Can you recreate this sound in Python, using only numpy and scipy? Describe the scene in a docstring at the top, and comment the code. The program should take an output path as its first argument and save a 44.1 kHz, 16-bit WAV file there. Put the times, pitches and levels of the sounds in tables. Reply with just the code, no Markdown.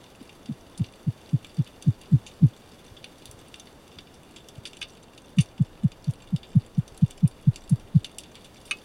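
"""Dull thumps grow out of a low, steady wash, under water near a rocky bottom. They come in two runs,
about four a second, each a short pulse of tone that falls in pitch. Sharp snaps, likely shrimp, crackle
near and far, scatter off the rocks and excite the resonances of a waterproof camera housing.
A few hard knocks ring its wall; beneath lie soft bumps of water and the rumble of flow round the camera."""
import sys
import numpy as np
from scipy import signal
from scipy.fft import rfft, irfft, next_fast_len
from scipy.io import wavfile
from scipy.ndimage import map_coordinates

SR = 44100
rng = np.random.default_rng(int(sys.argv[2]) if len(sys.argv) > 2 else 0)


def log_audio(samples):
    """Write samples as a 16-bit WAV file to the path given in sys.argv[1]."""
    # one column per channel
    frames = np.atleast_2d(samples).T
    # limit to full scale, then quantise
    limited = np.clip(frames, -1, 1)
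    pcm = np.round(limited * 32767).astype(np.int16)
    wavfile.write(sys.argv[1], SR, pcm)


N = 389844
TOP_HZ = 15950


def amp(db):
    """Amplitude ratio of a level in decibels."""
    return 10 ** (np.asarray(db) / 20)


def unit(x):
    """Normalisation to rms 1."""
    return x / np.sqrt(np.mean(x ** 2) + 1e-20)


def along(points, hz):
    """Interpolation of (f/Hz, level/dB) points on a logarithmic frequency axis."""
    f, db = np.transpose(points)
    return np.interp(np.log(hz + 1), np.log(f + 1), db)


def wobble(rate):
    """Smooth random modulation: a spline with `rate` knots a second."""
    return map_coordinates(rng.standard_normal(int(N * rate / SR) + 4), [np.arange(N) * rate / SR])


def coloured(x, level):
    """Minimum-phase filtering of x, with a gain in dB of level(hz)."""
    m = 2 * next_fast_len(len(x))
    cepstrum = irfft(np.log(amp(level(np.fft.rfftfreq(m, 1 / SR)))), m)
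    cepstrum[1:m // 2] *= 2
    cepstrum[m // 2 + 1:] = 0
    return irfft(rfft(x, m) * np.exp(rfft(cepstrum)), m)[:len(x)]


def add(track, s, sound):
    """Superposition of a sound on the track from time s."""
    part = track[max(round(s * SR), 0):][:len(sound)]
    part += sound[:len(part)]


# envelope of the rumble, before its gain: t/s, level/dB
RUMBLE_LEVEL = [(0.0, -63.5), (2.54, -59), (2.56, -61), (5.12, -65), (5.44, -55.5), (8.03, -50),
                (8.13, -63), (8.84, -62)]

def rumble(gain_db=-1.0, band_hz=(14, 38)):
    """Flow noise: water passing round the moving camera gives a deep rumble."""
    s, db = np.transpose(RUMBLE_LEVEL)
    bandpass = signal.butter(2, band_hz, "band", fs=SR, output="sos")
    deep = signal.sosfilt(bandpass, rng.standard_normal(N))
    return unit(deep) * amp(np.interp(np.arange(N) / SR, s, db) + gain_db)


# spectrum of the wash: f/Hz, relative level/dB
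WASH_SPECTRUM = [(10, -16), (28, -21), (55, -1), (110, -1), (250, -1), (500, -4), (1000, -11),
                 (2000, -21.5), (4000, -38.5), (16000, -59)]

def wash(level_db=-51.5):
    """Ambient noise: the water's steady wash, strongest at low frequencies."""
    noise = unit(coloured(rng.standard_normal(N), lambda hz: along(WASH_SPECTRUM, hz)))
    return noise * amp(level_db + 0.34 * wobble(12.0))


# resonances of the housing: f/Hz, bandwidth/Hz, gain/dB
HOUSING_RESONANCES = [(2390, 98, 3.5), (2772, 100, 10.5), (2966, 177, 7.5), (3554, 486, 15), (4300, 34, 5),
                      (4632, 280, 13.5), (5320, 75, 8), (5790, 125, 9.5), (6224, 240, 9), (7520, 180, 8),
                      (9150, 270, 6.5), (10600, 530, 3.5), (12800, 520, 5)]

def housing(hz):
    """Resonance: the housing's gain in dB, a sum of Lorentzian peaks."""
    return sum(db / (1 + (2 * (hz - centre) / width) ** 2) for centre, width, db in HOUSING_RESONANCES)


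# spectrum of the fizz: f/Hz, relative level/dB
FIZZ_SPECTRUM = [(300, -26.5), (1300, 2.5), (2400, 1), (4000, -3.5), (7000, -6), (10000, -5.5),
                 (12000, -9.5), (16000, -13)]
# envelope of the fizz: t/s, level/dB
FIZZ_ENVELOPE = [(0, -60), (1.8, -59.5), (3.7, -59.5), (5, -62.5), (6.4, -62), (8, -61), (8.84, -59)]

def fizz():
    """Incoherent summation: the most distant snaps merge into a flickering noise."""
    db = np.interp(np.arange(N) / SR, *np.transpose(FIZZ_ENVELOPE))
    noise = coloured(rng.standard_normal(N), lambda hz: along(FIZZ_SPECTRUM, hz) + 0.65 * housing(hz))
    return unit(noise) * amp(db + 0.98 * wobble(68))


# soft pushes of water: t/s, envelope peak level/dB
WATER_BUMPS = [(2.923, -36), (3.297, -37.5), (3.346, -42), (3.983, -42.5), (6.925, -42), (7.853, -40)]

def bumps(hz=92, width_s=0.0057):
    """Pressure pulses: each push of water is a Gaussian wave packet about one cycle long."""
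    out, t = np.zeros(N), np.arange(-SR // 20, SR // 20) / SR
    envelope = np.exp(-(t / width_s) ** 2)
    for s, db in WATER_BUMPS:
        add(out, s + t[0], amp(db) * envelope * np.cos(2 * np.pi * (hz * t + rng.random())))
    return out


# source spectrum of a snap: f/Hz, relative level/dB
CRACK_SPECTRUM = [(100, -5), (900, -23.5), (1250, -6.5), (1900, -4), (2400, 4.5), (4000, -1.5),
                  (7000, -7.5), (9600, -8), (12000, -15.5), (16000, -23)]

def snap(tilt_db, decay_s, scatter_s=0.017):
    """Multipath propagation: a crack and its duller scatter off the rocks, heard through the housing."""
    t = np.arange(SR // 12) / SR
    octaves = lambda hz: np.log2(np.clip(hz, 2600, 9500) / 2600)
    direct, scatter = rng.standard_normal((2, len(t))) * (1 - np.exp(-t / .0005))
    direct = direct * np.exp(-t / decay_s)
    # a longer crack holds more energy, so more of it comes back from the rocks
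    scatter = scatter * np.exp(-t / scatter_s) * np.sqrt(decay_s / 0.00071)
    scatter = coloured(scatter, lambda hz: -18 - 3 * octaves(hz))
    top_db = -2 - 8 * min(decay_s / 0.0071, 1)  # drawn-out cracks lose the very top
    muffle = lambda hz: top_db * np.clip((hz - 10000) / 2000, 0, 1)
    spectrum = lambda hz: along(CRACK_SPECTRUM, hz) + housing(hz) + tilt_db * octaves(hz) + muffle(hz)
    return coloured(direct + scatter, spectrum)


def water_path(crack, ripple_db):
    """Transmission: each path colours a crack unevenly; scaled to the energy of 10 ms at rms 1."""
    ripple = ripple_db * rng.standard_normal(20)
    heard = coloured(crack, lambda hz: np.interp(hz, np.linspace(0, TOP_HZ, len(ripple)), ripple))
    return heard * np.sqrt(SR / 100 / np.sum(heard ** 2))


def far_snaps(floor_db=-61, spread_db=2.5, max_rise_db=6, count=400):
    """A random point process: weak snaps from all over the bottom; the nearer, the rarer."""
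    out = np.zeros(N)
    for when, nearness, brightness in rng.random((count, 3)):
        db = floor_db + min(-spread_db * np.log(1 - nearness), max_rise_db)
        crack = snap(tilt_db=-4 + 14 * brightness, decay_s=0.0025)
        add(out, when * N / SR, amp(db) * water_path(crack, ripple_db=6.0))
    return out


# near snaps: t/s, level over 10 ms/dB, relative treble tilt/(dB per octave), decay time/s
NEAR_SNAPS = [(.2922, -48, -3, 0.0049), (.4576, -50, 2, .004), (0.776, -43.5, 11, .007),
              (.8425, -44.5, -5, 0.0034), (1.446, -42, -2.5, 0.0012), (1.665, -47, -9, 0.019),
              (1.8236, -42.5, 9, 0.0025), (2.013, -50, 8, .004), (2.264, -40.5, 5, 0.015),
              (2.9663, -45, -4, 0.011), (3.042, -38, 0, 0.0031), (3.221, -54, 3, 0.0033),
              (3.256, -42.5, 11, .001), (3.3123, -46, 14.5, 0.0012), (3.5408, -40, -4, .003),
              (3.597, -43, 5, 0.0047), (3.67, -49.5, -9, 0.0042), (3.9853, -40, -5.5, .005),
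              (4.361, -42.5, 1.5, 0.01), (4.486, -44.5, 5.5, 0.0022), (4.6527, -34, 1.5, 0.017),
              (4.671, -45.5, 8.5, 0.0085), (4.732, -45, 2, 0.0019), (4.769, -46, 3, .003),
              (4.8141, -36.5, -2.5, 0.0045), (4.8257, -33.5, -3, 0.0042), (5.177, -47, 5, 0.0048),
              (5.3847, -31, -1, 0.012), (5.403, -37, -0.5, .003), (5.407, -33.5, 9, 0.01),
              (5.5776, -50.5, -3, .006), (5.9176, -47, 1, 0.0037), (6.043, -48, 3, 0.0016),
              (6.108, -51.5, 16, 0.0027), (6.362, -42, 4, 0.0021), (6.4302, -43.5, -5.5, 0.014),
              (6.878, -47, 5.5, 0.0045), (6.976, -47.5, 13, 0.0029), (7.108, -44.5, 10.5, 0.0025),
              (7.1775, -50.5, 6, .003), (7.276, -43, 18, 0.0031), (7.559, -39, 6, 0.0026),
              (7.6945, -41.5, 16.5, 0.0038), (8.0445, -32.5, 0, 0.006), (8.184, -34.5, 11.5, 0.0026),
              (8.235, -47.5, 2, 0.004), (8.354, -44, -2.5, 0.0013), (8.445, -47, 2.5, 0.012),
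              (8.654, -47, 19, 0.031), (8.7102, -33, 3, .006)]

def near_snaps(base_tilt_db=1):
    """Broadband transients: snaps close enough to stand out one by one."""
    out = np.zeros(N)
    for s, db, tilt_db, decay_s in NEAR_SNAPS:
        crack = snap(base_tilt_db + tilt_db, decay_s)
        add(out, s, amp(db) * water_path(crack, ripple_db=3.5))
    return out


# modes of the housing wall: f/Hz, relative level/dB, T60 before the water's damping/s
WALL_MODES = [(1206, -12, 0.1), (1324, -15.5, 0.076), (1614, -5, 0.037), (1870, -6.5, 0.058),
              (2204, -3.5, 0.077), (2530, 7, 0.029), (2657, 0, 0.11), (2847, -0.5, 0.087), (2945, 3, 0.065),
              (3260, -27, .04), (3670, -11.5, 0.06), (3590, -2, .04), (6470, -11, 0.039), (6030, -22, 0.05),
              (8740, -4, .03)]
# hard knocks close to the camera: t/s, peak level/dB
HARD_KNOCKS = [(4.8166, -24), (4.826, -29), (5.385, -23), (8.7101, -16), (8.7145, -24), (8.7225, -24.5)]

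def knocks(linger=0.66, damp_s=0.0031, rise_s=0.0015):
    """Damped modal vibration: each knock rings the wall differently; water damps most of it at once."""
    out, t = np.zeros(N), np.arange(SR // 5) / SR
    envelope = (1 - np.exp(-t / rise_s)) * (linger + np.exp(-t / damp_s))
    for s, db in HARD_KNOCKS:
        ring = np.zeros(len(t))
        for hz, level, t60 in WALL_MODES:
            decay = amp(level + rng.normal(0, 3.9) - 60 * t / t60)
            ring += decay * np.sin(2 * np.pi * (hz * rng.normal(1, 0.016) * t + rng.random()))
        ring *= envelope
        add(out, s, amp(db) * ring / np.abs(ring).max())
    return out


def partial(hz):
    """A sinusoid of random starting phase; phase is the time integral of frequency."""
    return np.sin(2 * np.pi * (np.cumsum(hz) / SR + rng.random()))


# upper resonances, fading from the first thumps to the last: t/s, level re the main tone/dB
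HOLLOW_LEVEL = [(.5, -19), (2.4, -20), (5.4, -31), (8, -43)]
# thumps at their crests: t/s, main tone level/dB, f/Hz, decay time/s
THUMP_CRESTS = [(.217, -37, 250, 0.0063), (0.499, -23, 206.2, 0.0066), (.515, -25, 166.4, 0.013),
                (0.816, -16, 136.8, 0.013), (1.087, -15, 136.8, 0.012), (1.347, -12, 138, .013),
                (1.602, -13.5, 141.3, 0.014), (1.888, -10, 139, 0.015), (2.145, -8, 142.7, .017),
                (2.445, -6.5, 146.2, .018), (4.588, -32, 114, 0.0071), (5.396, -8, 148, 0.013),
                (5.616, -10.5, 145.7, 0.011), (5.856, -10.5, 148.5, 0.012), (6.093, -14.5, 136.8, 0.011),
                (6.345, -14.3, 153.8, 0.012), (6.573, -7.5, 143.8, 0.012), (6.79, -11.5, 145.4, .010),
                (7.037, -7.5, 147.8, 0.01), (7.248, -8, 146.1, 0.013), (7.486, -7.7, 145.6, 0.012),
                (7.731, -9.5, 146.3, 0.013), (7.966, -7, 143.3, 0.012)]

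def thumps(drop_octaves=0.4144, sag_octaves=0.076, waver=0.048, upper_hz=(255, 335),
           kick_hz=170, kick_s=0.0041, ring_hz=105, ring_s=0.044):
    """Frequency-modulated pulses: a small kick, a swell while the pitch drops, a faint low ring."""
    out, t = np.zeros(N), np.arange(-SR // 10, SR // 5) / SR
    before, after = np.maximum(-t, 0), np.maximum(t, 0)
    ring = amp(-38) * np.exp(-after / ring_s) * np.sin(2 * np.pi * ring_hz * after)
    for s, db, hz, decay_s in THUMP_CRESTS:
        drift = 1 + waver * map_coordinates(rng.standard_normal(80), [(t - t[0]) * 200])
        progress = np.clip(t / decay_s, -1.02, 1.02)  # the pitch only slides while the push lasts
        swell = np.exp(-(before / (1.034 * decay_s)) ** 2.12 - (after / decay_s) ** 1.48)
        # two weaker, steadier upper resonances make the thump hollow
        sag = drift * 2 ** (-sag_octaves * progress)
        upper = partial(upper_hz[0] * sag) + amp(-9) * partial(upper_hz[1] * sag)
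        hollow = amp(np.interp(s, *np.transpose(HOLLOW_LEVEL)))
        tone = partial(hz * drift * 2 ** (-drop_octaves * progress)) + hollow * upper
        kick = amp(-16) * np.exp(-((t + 1.3 * decay_s) / kick_s) ** 2) * partial(kick_hz * drift)
        add(out, s + t[0], amp(db) * (kick + swell * tone + ring))
    return out


def scene():
    """Linear superposition of all sources at one microphone."""
    return (thumps() + bumps() + near_snaps() + far_snaps() + knocks() + wash() + fizz() + rumble())[None]


def record(dry):
    """Band limiting: the camera passes nothing above TOP_HZ."""
    m = next_fast_len(N + SR // 2)
    passband = np.fft.rfftfreq(m, 1 / SR) < TOP_HZ
    return irfft(rfft(dry, m) * passband, m)[..., :N]


dry = scene()
out = record(dry)
log_audio(out)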